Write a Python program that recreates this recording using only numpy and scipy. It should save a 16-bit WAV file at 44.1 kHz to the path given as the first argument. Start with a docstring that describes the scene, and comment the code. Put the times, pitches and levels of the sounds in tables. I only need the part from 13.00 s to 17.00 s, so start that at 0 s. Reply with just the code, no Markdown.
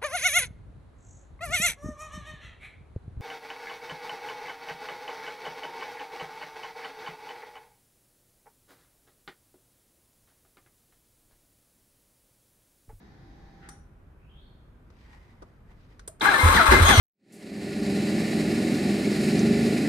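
"""A garage, heard from above the handlebars as a big twin-cylinder motorcycle is started.
The fuel pump whirs until a relay drops; something chirps far off, cloth rustles, switches click.
From 3.2 s the starter gears grind against the compression; gears and valve train clatter.
The airbox booms at each intake stroke, the engine fires three times and the overrun starter squeals."""
import sys
import numpy as np
from scipy import signal
from scipy.io import wavfile

SR = 44100
rng = np.random.default_rng(int(sys.argv[2]) if len(sys.argv) > 2 else 0)


def master(y):
    """Save y as 16-bit WAV."""
    cut = np.clip(np.atleast_2d(y).T, -1, 1)
    pcm = np.round(cut * 32767)  # scale
    wavfile.write(sys.argv[1], SR, pcm.astype(np.int16))


N = 176400
TIME_S = np.arange(N) / SR
CRANK_S, GARAGE_T60_S = 3.208, 0.91

# starter gear mesh, slowed by each compression (time [s], frequency [Hz])
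MESH_PITCH = [(3.21, 400), (3.245, 600), (3.262, 780), (3.282, 838), (3.305, 815), (3.322, 735),
              (3.35, 620), (3.41, 490), (3.51, 535), (3.545, 720), (3.566, 1055), (3.581, 885),
              (3.595, 735), (3.615, 645), (3.68, 600), (3.703, 520), (3.73, 880), (3.80, 700), (3.85, 545),
              (3.88, 800), (3.905, 885), (3.93, 775), (4.0, 560)]
# gear whine (time [s], level [dB])
WHINE_LEVEL = [(3.21, -36.5), (3.255, -29), (3.278, -19), (3.32, -19.5), (3.36, -31), (3.44, -32),
               (3.50, -27), (3.54, -32), (3.57, -16.5), (3.612, -18.5), (3.66, -33), (3.695, -25),
               (3.80, -34), (3.86, -27), (3.92, -23), (4.0, -30)]
# starter squeal (time [s], frequency [Hz], level [dB])
SQUEAL_TRACK = [(3.835, 3250, -73), (3.852, 3292, -33), (3.885, 3258, -34.5), (3.92, 3154, -45),
                (3.945, 3017, -38), (4.0, 2855, -39)]
# harmonics (multiple, gain [dB])
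MESH_ORDERS = [(1, -0.5), (2, 4.5), (3, -16.5), (4, -30), (5, -17.5)]
SQUEAL_ORDERS = [(1, 5), (2, 5.5), (3, -6)]
# intake strokes (time [s], level [dB], airbox pitch [Hz], hold [s])
INTAKES = [(3.432, -8.5, 81.4, 0.039), (3.685, -12.5, 60.6, 0.057), (3.801, -8.5, 84.1, 0.033),
           (3.975, -4, 84.5, .05)]
# firings (time [s], level [dB], hold [s])
FIRINGS = [(3.538, -19.5, 0.012), (3.708, -17.5, 0.037), (3.879, -15.5, 0.01)]
# gear and valve-train clatter (time [s], case gain [dB], treble gain [dB])
CLATTER_GAINS = [(3.215, -24.5, -42.5), (3.259, -18.5, -34), (3.287, -19.5, -41.5), (3.399, -27.5, -38),
                 (3.431, -21, -33), (3.563, -20, -31.5), (3.583, -17, -37), (3.661, -22.5, -37),
                 (3.701, -20, -35.5), (3.717, -13.5, -30.5), (3.763, -21, -38.5), (3.837, -21.5, -33.5),
                 (3.857, -20, -31), (3.899, -15, -28.5), (3.981, -24.5, -33), (4.0, -18, -32.5)]
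# upper-mid rattle (time [s], gain [dB])
RATTLE_GAIN = [(3.21, -25.5), (3.228, -38.5), (3.248, -34.5), (3.536, -33.5), (3.544, -25.5),
               (3.694, -35.5), (3.72, -26.5), (3.748, -35), (3.858, -30.5), (3.878, -27), (3.922, -29),
               (4.0, -25.5)]
# ringing steel parts (time [s], hold [s], frequency [Hz], level [dB])
STEEL_RINGS = [(3.336, 0.021, 1770, -23.5), (3.39, 0.015, 2104, -21.5), (3.429, 0.017, 1142, -30),
               (3.482, 0.052, 1077, -26.5), (3.714, 0.014, 371.3, -22.5), (3.719, 0.057, 2085, -23.5),
               (3.846, 0.025, 1080, -24), (3.902, .1, 2072, -28.5), (3.864, 0.097, 3304, -30),
               (3.868, 0.045, 3554, -31), (3.935, .06, 4336, -36)]
# resonances (frequency [Hz], width [Hz], gain [dB])
CASE_MODES = [(854, 28, -7), (922, 28, -2.5), (1082, 20, 0), (1157, 35, -0.5), (1288, 10.5, -2),
              (1310, 18, -29), (1428, 20, -1), (1588, 29, -2), (1642, 18, -3), (1750, 9.3, -9),
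              (2085, 34, -3)]
CLOTH_MODES = [(904, 190, -1.5), (1950, 270, -2.5)]
# engine spectra (frequency [Hz], band gain [dB])
FIRING_SPECTRUM = [(40, -2), (80, 7), (130, -2.5), (170, -4.5), (225, 0.5), (300, -9), (380, -1),
                   (520, -7.5), (800, -8.5), (1500, -13.5), (4000, -21), (12000, -32.5)]
CASE_SPECTRUM = [(290, -57), (500, -7), (631, -4), (738, -11), (851, 3), (1610, 5), (1910, -3), (2140, -3),
                 (2220, -2.5), (3000, -18), (3900, -51), (6600, -120)]
RATTLE_SPECTRUM = [(1800, -10), (2600, -12), (3400, 14), (4300, -0.5), (5000, -4.5), (7000, -16)]
TREBLE_SPECTRUM = [(3500, -21), (5000, -2), (6500, -0.5), (8000, 3), (9800, 10), (11200, -5.5), (13500, 2),
                   (16000, -2)]
FRAME_SPECTRUM = [(30, -6), (60, -0.5), (130, -3.5), (220, 2.5), (330, 9), (520, 0), (900, -12)]
# relays and switches (time [s], gain [dB], hold [s], knock [dB], tick [dB], snap [dB])
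CLICKS = [(0.688, -45, 0.0042, -8.5, -1, -3), (1.902, -54, 0.002, -4, -6.5, -42),
          (2.421, -43.5, 0.0085, 1.5, -14.5, -28), (2.994, -48.5, 0.0029, -26, 1, -13.5),
          (3.076, -28.5, 0.0049, -17, -21, -7), (3.198, -31, 0.004, -30, -21, -28)]
# relay ring (frequency [Hz], gain [dB])
RELAY_MODES = [(1450, -6), (5814, -6), (6900, -14), (9313, -8)]
# relay and switch spectra (frequency [Hz], band gain [dB])
KNOCK_SPECTRUM = [(150, -46), (330, -2.5), (450, 1), (750, -16), (1050, 2.5), (1600, -46), (4000, -36)]
TICK_SPECTRUM = [(500, -18), (1400, 16), (2500, -4.5), (4200, 2.5), (6000, 1.5), (12000, -33)]
SNAP_SPECTRUM = [(2500, -16), (5800, -13), (7500, -3), (9600, 3.5), (11500, -12), (13200, -14),
                 (16000, -26)]
SCUFF_SPECTRUM = [(500, -8), (1100, -13), (1550, 6), (2200, -9), (3500, -17), (7000, -37)]
SHIMMER_SPECTRUM = [(4500, -14), (5600, -6), (7500, -14), (9500, 4), (11500, -29)]
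# steady pump tones (frequency [Hz], level [dB])
PUMP_TONES = [(335, -66.5), (829, -72.5), (1728, -78), (3811, -84)]
# pump whine as pressure builds (time [s], frequency [Hz], level [dB])
PUMP_WHINE = [(0, 770, -71), (.22, 766, -75), (.33, 785, -68), (.6, 786, -63), (.8, 809, -59.5)]
# cloth strokes (time [s], swell [s], T60 [s], body level [dB], hiss level [dB])
RUSTLES = [(1.78, 0.24, 1.5, -67.5, -68.5), (1.98, .15, 0.63, -60.5, -91), (2.191, 0.095, 1.8, -70.5, -82),
           (2.65, 0.072, 0.22, -63, -79), (2.73, 0.079, 0.89, -89, -71), (2.85, 0.061, 0.75, -70, -80)]
# distant chirp (time [s], frequency [Hz], level [dB])
CHIRP_TRACK = [(1.18, 2450, -82), (1.23, 2520, -77), (1.28, 2720, -77), (1.295, 3190, -70),
               (1.365, 3300, -68), (1.39, 3570, -68), (1.41, 4200, -82), (1.47, 4300, -73)]
# pump, cloth and garage spectra (frequency [Hz], band gain [dB])
PUMP_SPECTRUM = [(150, 8), (330, 0.5), (560, -12.5), (800, -2.5), (1200, -19), (1750, -6.5), (2600, -24.5),
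                 (4000, -17), (6200, -26.5), (8000, -58), (14000, -45)]
CLOTH_SPECTRUM = [(1800, 0), (2400, 9.5), (3200, 2), (4100, 6), (6000, -5), (9500, -24), (13000, -25)]
RUMBLE_SPECTRUM = [(22, -10.5), (50, -2), (80, -9), (130, -11.5), (200, -16.5), (400, -24), (700, -29.5),
                   (1200, -31.5), (1600, -36)]
HISS_SPECTRUM = [(1500, 0), (2100, -2), (3000, -10), (4500, -17), (7000, -21), (11400, -21), (13800, -18),
                 (15000, -30)]
# stereo image (frequency [Hz], correlation, left minus right at lean 1 [dB])
STEREO = [(59.7, 0.97, -3), (165, 0.92, -3), (365, 0.85, -1), (680, 0.18, -4), (1390, 0.11, 9),
          (2680, 0.077, 10), (4800, 0.08, -1), (9500, 1, -0.5), (14000, 1, -0.5)]


def starter(jitter=0.00799, grind_db=-13, room_db=-6):
    """The gear bites, then its teeth whine roughly at the mesh rate and its multiples."""
    (mesh_hz,), (whine_db,) = curves(MESH_PITCH), curves(WHINE_LEVEL)
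    phase = 2 * np.pi * np.cumsum(mesh_hz * (1 + jitter * drift(82.3))) / SR
    teeth = sum(from_db(db + 4.3 * drift(52)) * np.sin(order * phase) for order, db in MESH_ORDERS)
    grind = 1 + from_db(grind_db) * drift(110)
    whine = unit_rms(teeth * grind) * from_db(whine_db) * (TIME_S > CRANK_S)
    bite = from_db(-26) * envelope(CRANK_S, 0.0021, 0.0046, 0.034) * rough_tone(3700, 440)
    return (bite + whine + from_db(room_db) * reverb(whine)) * pan(2)


def intake(attack_s=0.0097, sag_db_per_s=70, pipe_hz=44):
    """Each gulp of air sets the airbox booming over a deeper ring of the pipes."""
    out = 0
    for start_s, db, box_hz, hold_s in INTAKES:
        age_s = np.maximum(TIME_S - start_s, 0)
        boom = envelope(start_s, attack_s, hold_s, 0.26) * from_db(-sag_db_per_s * age_s)
        box = boom * np.sin(2 * np.pi * box_hz * age_s)
        pipe = from_db(-8) * envelope(start_s, attack_s, 0, 0.56) * np.sin(2 * np.pi * pipe_hz * age_s)
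        out -= from_db(db) * (box + pipe)
    return out * pan(-0.7)


def exhaust(attack_s=0.0091, t60_s=0.35):
    """Each firing is a rough bark that dies in the room."""
    level = sum(from_db(db) * envelope(start_s, attack_s, hold_s, t60_s)
                for start_s, db, hold_s in FIRINGS)
    return level * band_noise(FIRING_SPECTRUM, contacts(), lean=0.37)


def clatter(engage_s=0.0094, clump_hz=34.7):
    """Gears and valve train rattle the cases, shake the frame and ring steel parts."""
    (case_db, treble_db), (rattle_db,) = curves(CLATTER_GAINS), curves(RATTLE_GAIN)
    hits = contacts()
    modes = resonances(hits, CASE_MODES) * pan(2)
    case = from_db(case_db - 2.5) * (band_noise(CASE_SPECTRUM, contacts(), lean=1.04) + modes)
    ringing = steel_modes(hits)
    rattle = from_db(rattle_db + 0.5) * band_noise(RATTLE_SPECTRUM, ringing, lean=0.91)
    treble = from_db(treble_db - 0.5) * band_noise(TREBLE_SPECTRUM, ringing, lean=0.79)
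    frame = from_db(-32.5 + 2.4 * drift(12)) * band_noise(FRAME_SPECTRUM)
    rings = sum(from_db(db) * envelope(start_s, 0.0075, hold_s, 0.16) * wavering_tone(hz, 21.1)
                for start_s, hold_s, hz, db in STEEL_RINGS)
    clumps = from_db(drift(clump_hz))
    engaged = np.clip((TIME_S - CRANK_S) / engage_s, 0, 1)
    return (clumps * (case + rattle + treble) + frame) * engaged + rings * pan(4.5)


def steel_modes(hits, count=110, low_hz=2305, high_hz=14440, width_hz=37, share=0.61):
    """Contacts excite many thin modes of small steel parts, loosely spaced in pitch."""
    age_s = TIME_S[:SR // 8]
    position = (np.arange(count) + rng.random(count)) / count
    hz = low_hz * (high_hz / low_hz) ** position
    spread_db = 4 * np.clip(rng.standard_normal(count), -2, 1)
    gains = from_db(spread_db) * rng.choice([-1, 1], count) * np.sqrt(hz)
    impulse = gains @ np.sin(2 * np.pi * hz[:, None] * age_s) * np.exp(-np.pi * width_hz * age_s)
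    ringing = signal.fftconvolve(hits, impulse[None, None], axes=2)[..., :N]
    return np.sqrt(1 - share) * hits + np.sqrt(share) * unit_rms(ringing)


def starter_squeal(width_hz=80, room_db=-3):
    """The engine overruns the starter: a thin, unsteady, falling squeal with its echo."""
    hz, level_db = curves(SQUEAL_TRACK)
    partials = sum(from_db(db) * rough_tone(order * hz, width_hz) for order, db in SQUEAL_ORDERS)
    tone = from_db(level_db) * (TIME_S > SQUEAL_TRACK[0][0]) * partials
    return tone + from_db(room_db) * reverb(tone[0])


def switches():
    """Bursts of knock, tick and snap with a room tail; a soft scuff around the first."""
    parts = [band_noise(spectrum) for spectrum in (KNOCK_SPECTRUM, TICK_SPECTRUM, SNAP_SPECTRUM)]
    scuff = from_db(-54.5) * envelope(0.614, 0.017, 0.051, 0.33) * band_noise(SCUFF_SPECTRUM)
    clicks = 0
    for start_s, db, hold_s, *parts_db in CLICKS:
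        burst = envelope(start_s, 0.00025, hold_s, 0.026)
        tail = from_db(-15) * envelope(start_s, 0.0081, hold_s, 0.2)
        noise = sum(gain * part for gain, part in zip(from_db(parts_db), parts))
        clicks += from_db(db) * (burst + tail) * noise
    return scuff + clicks


def switch_rings():
    """The dropped relay rings with a bright shimmer; the handlebar switch rings hollow."""
    relay_s, switch_s = CLICKS[0][0], CLICKS[4][0]
    modes = sum(from_db(db) * rough_tone(hz, 120) for hz, db in RELAY_MODES)
    shimmer = from_db(-12.5) * band_noise(SHIMMER_SPECTRUM)
    relay = from_db(-51) * envelope(relay_s, 0.0027, 0, 0.37) * (modes + shimmer)
    switch = from_db(-45) * envelope(switch_s, 0.027, 0, 0.18) * rough_tone(643, 54)
    return relay + switch


def fuel_pump(stop_s=0.736, t60_s=0.43, width_hz=4.8):
    """The pump whirs as it primes; its whine swells with the pressure, then all dies away."""
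    whine_hz, whine_db = curves(PUMP_WHINE)
    whir = from_db(-56.5) * band_noise(PUMP_SPECTRUM)
    tones = sum(from_db(db) * wavering_tone(hz, width_hz) for hz, db in PUMP_TONES)
    whine = from_db(whine_db) * wavering_tone(whine_hz, width_hz)
    return (whir + tones + whine) * from_db(-60 * np.maximum(TIME_S - stop_s, 0) / t60_s)


def cloth(flutter_db=1.5):
    """Cloth brushes near the handlebars: swelling strokes of hollow body and fine hiss."""
    grains = contacts()
    body, hiss = resonances(grains, CLOTH_MODES), band_noise(CLOTH_SPECTRUM, grains)
    out = 0
    for start_s, swell_s, t60_s, body_db, hiss_db in RUSTLES:
        ramp = np.clip((TIME_S - start_s) / swell_s, 0, 1)
        stroke = ramp * envelope(start_s, swell_s, swell_s, t60_s)
        out += stroke * (from_db(body_db) * body + from_db(hiss_db) * hiss)
    return out * from_db(flutter_db * drift(20))


def distant_chirp(width_hz=170, room_db=5.5):
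    """A faint rising chirp, smeared by the garage's echo."""
    hz, db = curves(CHIRP_TRACK)
    gate = (TIME_S > CHIRP_TRACK[0][0]) & (TIME_S < CHIRP_TRACK[-1][0])
    call = from_db(db) * gate * rough_tone(hz, width_hz)
    return call + from_db(room_db) * reverb(call[0])


def room_tone():
    """Low rumble and faint hiss of the garage."""
    return from_db(-52.5) * band_noise(RUMBLE_SPECTRUM) + from_db(-74) * band_noise(HISS_SPECTRUM)


def reverb(x):
    """Garage echo: eight feedback delays a side, as loud as the input."""
    out = np.zeros((2, N))
    for k, lag in enumerate((rng.uniform(0.006, 0.045, 16) * SR).astype(int)):
        loop, gain = x.copy(), from_db(-60 * lag / SR / GARAGE_T60_S)
        for i in range(lag, N, lag):
            loop[i:i + lag] += gain * loop[i - lag:i][:N - i]
        out[k % 2] += (loop - x) * (-1) ** (k // 2)
    return unit_rms(out) * np.std(x)


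def contacts(rate_hz=1800, spread_db=5, share=0.49):
    """2 x 2 streams of dense random impacts, blurred with noise."""
    shape = (2, 2, N)
    sizes = from_db(spread_db * np.minimum(rng.exponential(1, shape), 4)) * rng.choice([-1, 1], shape)
    impacts = unit_rms(sizes * (rng.random(shape) < rate_hz / SR))
    return np.sqrt(share) * impacts + np.sqrt(1 - share) * rng.standard_normal(shape)


def band_noise(spectrum, drive=None, lean=0.0):
    """Noise or drive shaped in third octaves; stereo, rms 1. Lean tilts it to the engine's side."""
    drive = rng.standard_normal((2, 2, N)) if drive is None else drive
    edges_hz, sides = 20 * 2 ** (np.arange(30) / 3), np.array([[1], [-1]])
    out = 0
    for k, (low_hz, high_hz) in enumerate(zip(edges_hz, edges_hz[1:])):
        if high_hz < spectrum[0][0] or low_hz > spectrum[-1][0]:
            continue
        band = signal.butter(2, [low_hz, high_hz], "band", fs=SR, output="sos")
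        mid, side = signal.sosfilt(band, drive[k % 2])
        hz = np.sqrt(low_hz * high_hz)
        correlation = np.clip(at_hz(STEREO, hz), -0.99, 0.99)
        gain = from_db(at_hz(spectrum, hz)) * pan(lean * at_hz(STEREO, hz, column=2) / 2)
        out += gain * (np.sqrt(1 + correlation) * mid + np.sqrt(1 - correlation) * side * sides)
    return unit_rms(out)


def resonances(drive, modes):
    """Parallel two-pole resonators; stereo, rms 1."""
    out = 0
    for k, (hz, width_hz, db) in enumerate(modes):
        r = np.exp(-np.pi * width_hz / SR)
        b = np.array([1, 0, -1]) * (1 - r * r) / 2
        a = [1, -2 * r * np.cos(2 * np.pi * hz / SR), r * r]
        out += from_db(db) * signal.lfilter(b, a, drive[k % 2])
    return unit_rms(out)


def wavering_tone(hz, width_hz):
    """A tone wavering in pitch and level; stereo, rms 1."""
    phase = 2 * np.pi * np.cumsum(hz + width_hz / 2 * drift(width_hz)) / SR
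    pair = [(1 + 0.36 * drift(width_hz)) * np.sin(phase + 0.6 * drift(width_hz)) for _ in range(2)]
    return unit_rms(np.array(pair))


def rough_tone(hz, width_hz):
    """Narrow-band noise around a pitch; stereo, rms 1."""
    carrier = np.exp(2j * np.pi * np.cumsum(hz * np.ones(N)) / SR)
    return np.array([(carrier * (drift(width_hz) + 1j * drift(width_hz))).real for _ in range(2)])


def drift(rate_hz, step=40):
    """Slow random wander, rms 1."""
    r = np.exp(-2 * np.pi * rate_hz * step / SR)
    slow = signal.lfilter([1], [1, -2 * r, r * r], rng.standard_normal(N // step + 2002))[2000:]
    return np.interp(np.arange(N) / step, np.arange(len(slow)), unit_rms(slow))


def envelope(start_s, attack_s, hold_s, t60_s):
    """Linear attack; exponential decay from hold_s after the start."""
    age_s = TIME_S - start_s
    return np.clip(age_s / attack_s, 0, 1) * from_db(-60 * np.maximum(age_s - hold_s, 0) / t60_s)


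def curves(rows):
    """Columns of a time table, per sample."""
    times_s, *columns = np.transpose(rows)
    return [np.interp(TIME_S, times_s, column) for column in columns]


def at_hz(rows, hz, column=1):
    """Table lookup on a log-frequency axis."""
    table = np.array(rows)
    return np.interp(np.log(hz), np.log(table[:, 0]), table[:, column])


def delay_left(x, lag_s=0.000227):
    """Sound from the right reaches the left channel later."""
    return np.array([np.pad(x[0], (round(lag_s * SR), 0))[:N], x[1]])


def pan(db):
    """Stereo gains: left +db, right -db."""
    return from_db([[db], [-db]])


def from_db(db):
    """Decibels to gain."""
    return 10 ** (np.asarray(db) / 20)


def unit_rms(x):
    """Scale to rms 1."""
    return x / np.sqrt(np.mean(x ** 2) + 1e-20)


def scene():
    """The motorcycle over the garage's room tone."""
    undelayed = room_tone() + fuel_pump() + distant_chirp() + cloth() + switch_rings()
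    undelayed += starter() + starter_squeal()
    return undelayed + delay_left(switches() + clatter() + intake() + exhaust())


def record(dry, cutoff_hz=15000):
    """Clip at full scale, then low-pass steeply."""
    lowpass = signal.ellip(10, 0.2, 80, cutoff_hz, fs=SR, output="sos")
    return signal.sosfilt(lowpass, np.clip(dry, -1, 1))


dry = scene()
out = record(dry)
master(out)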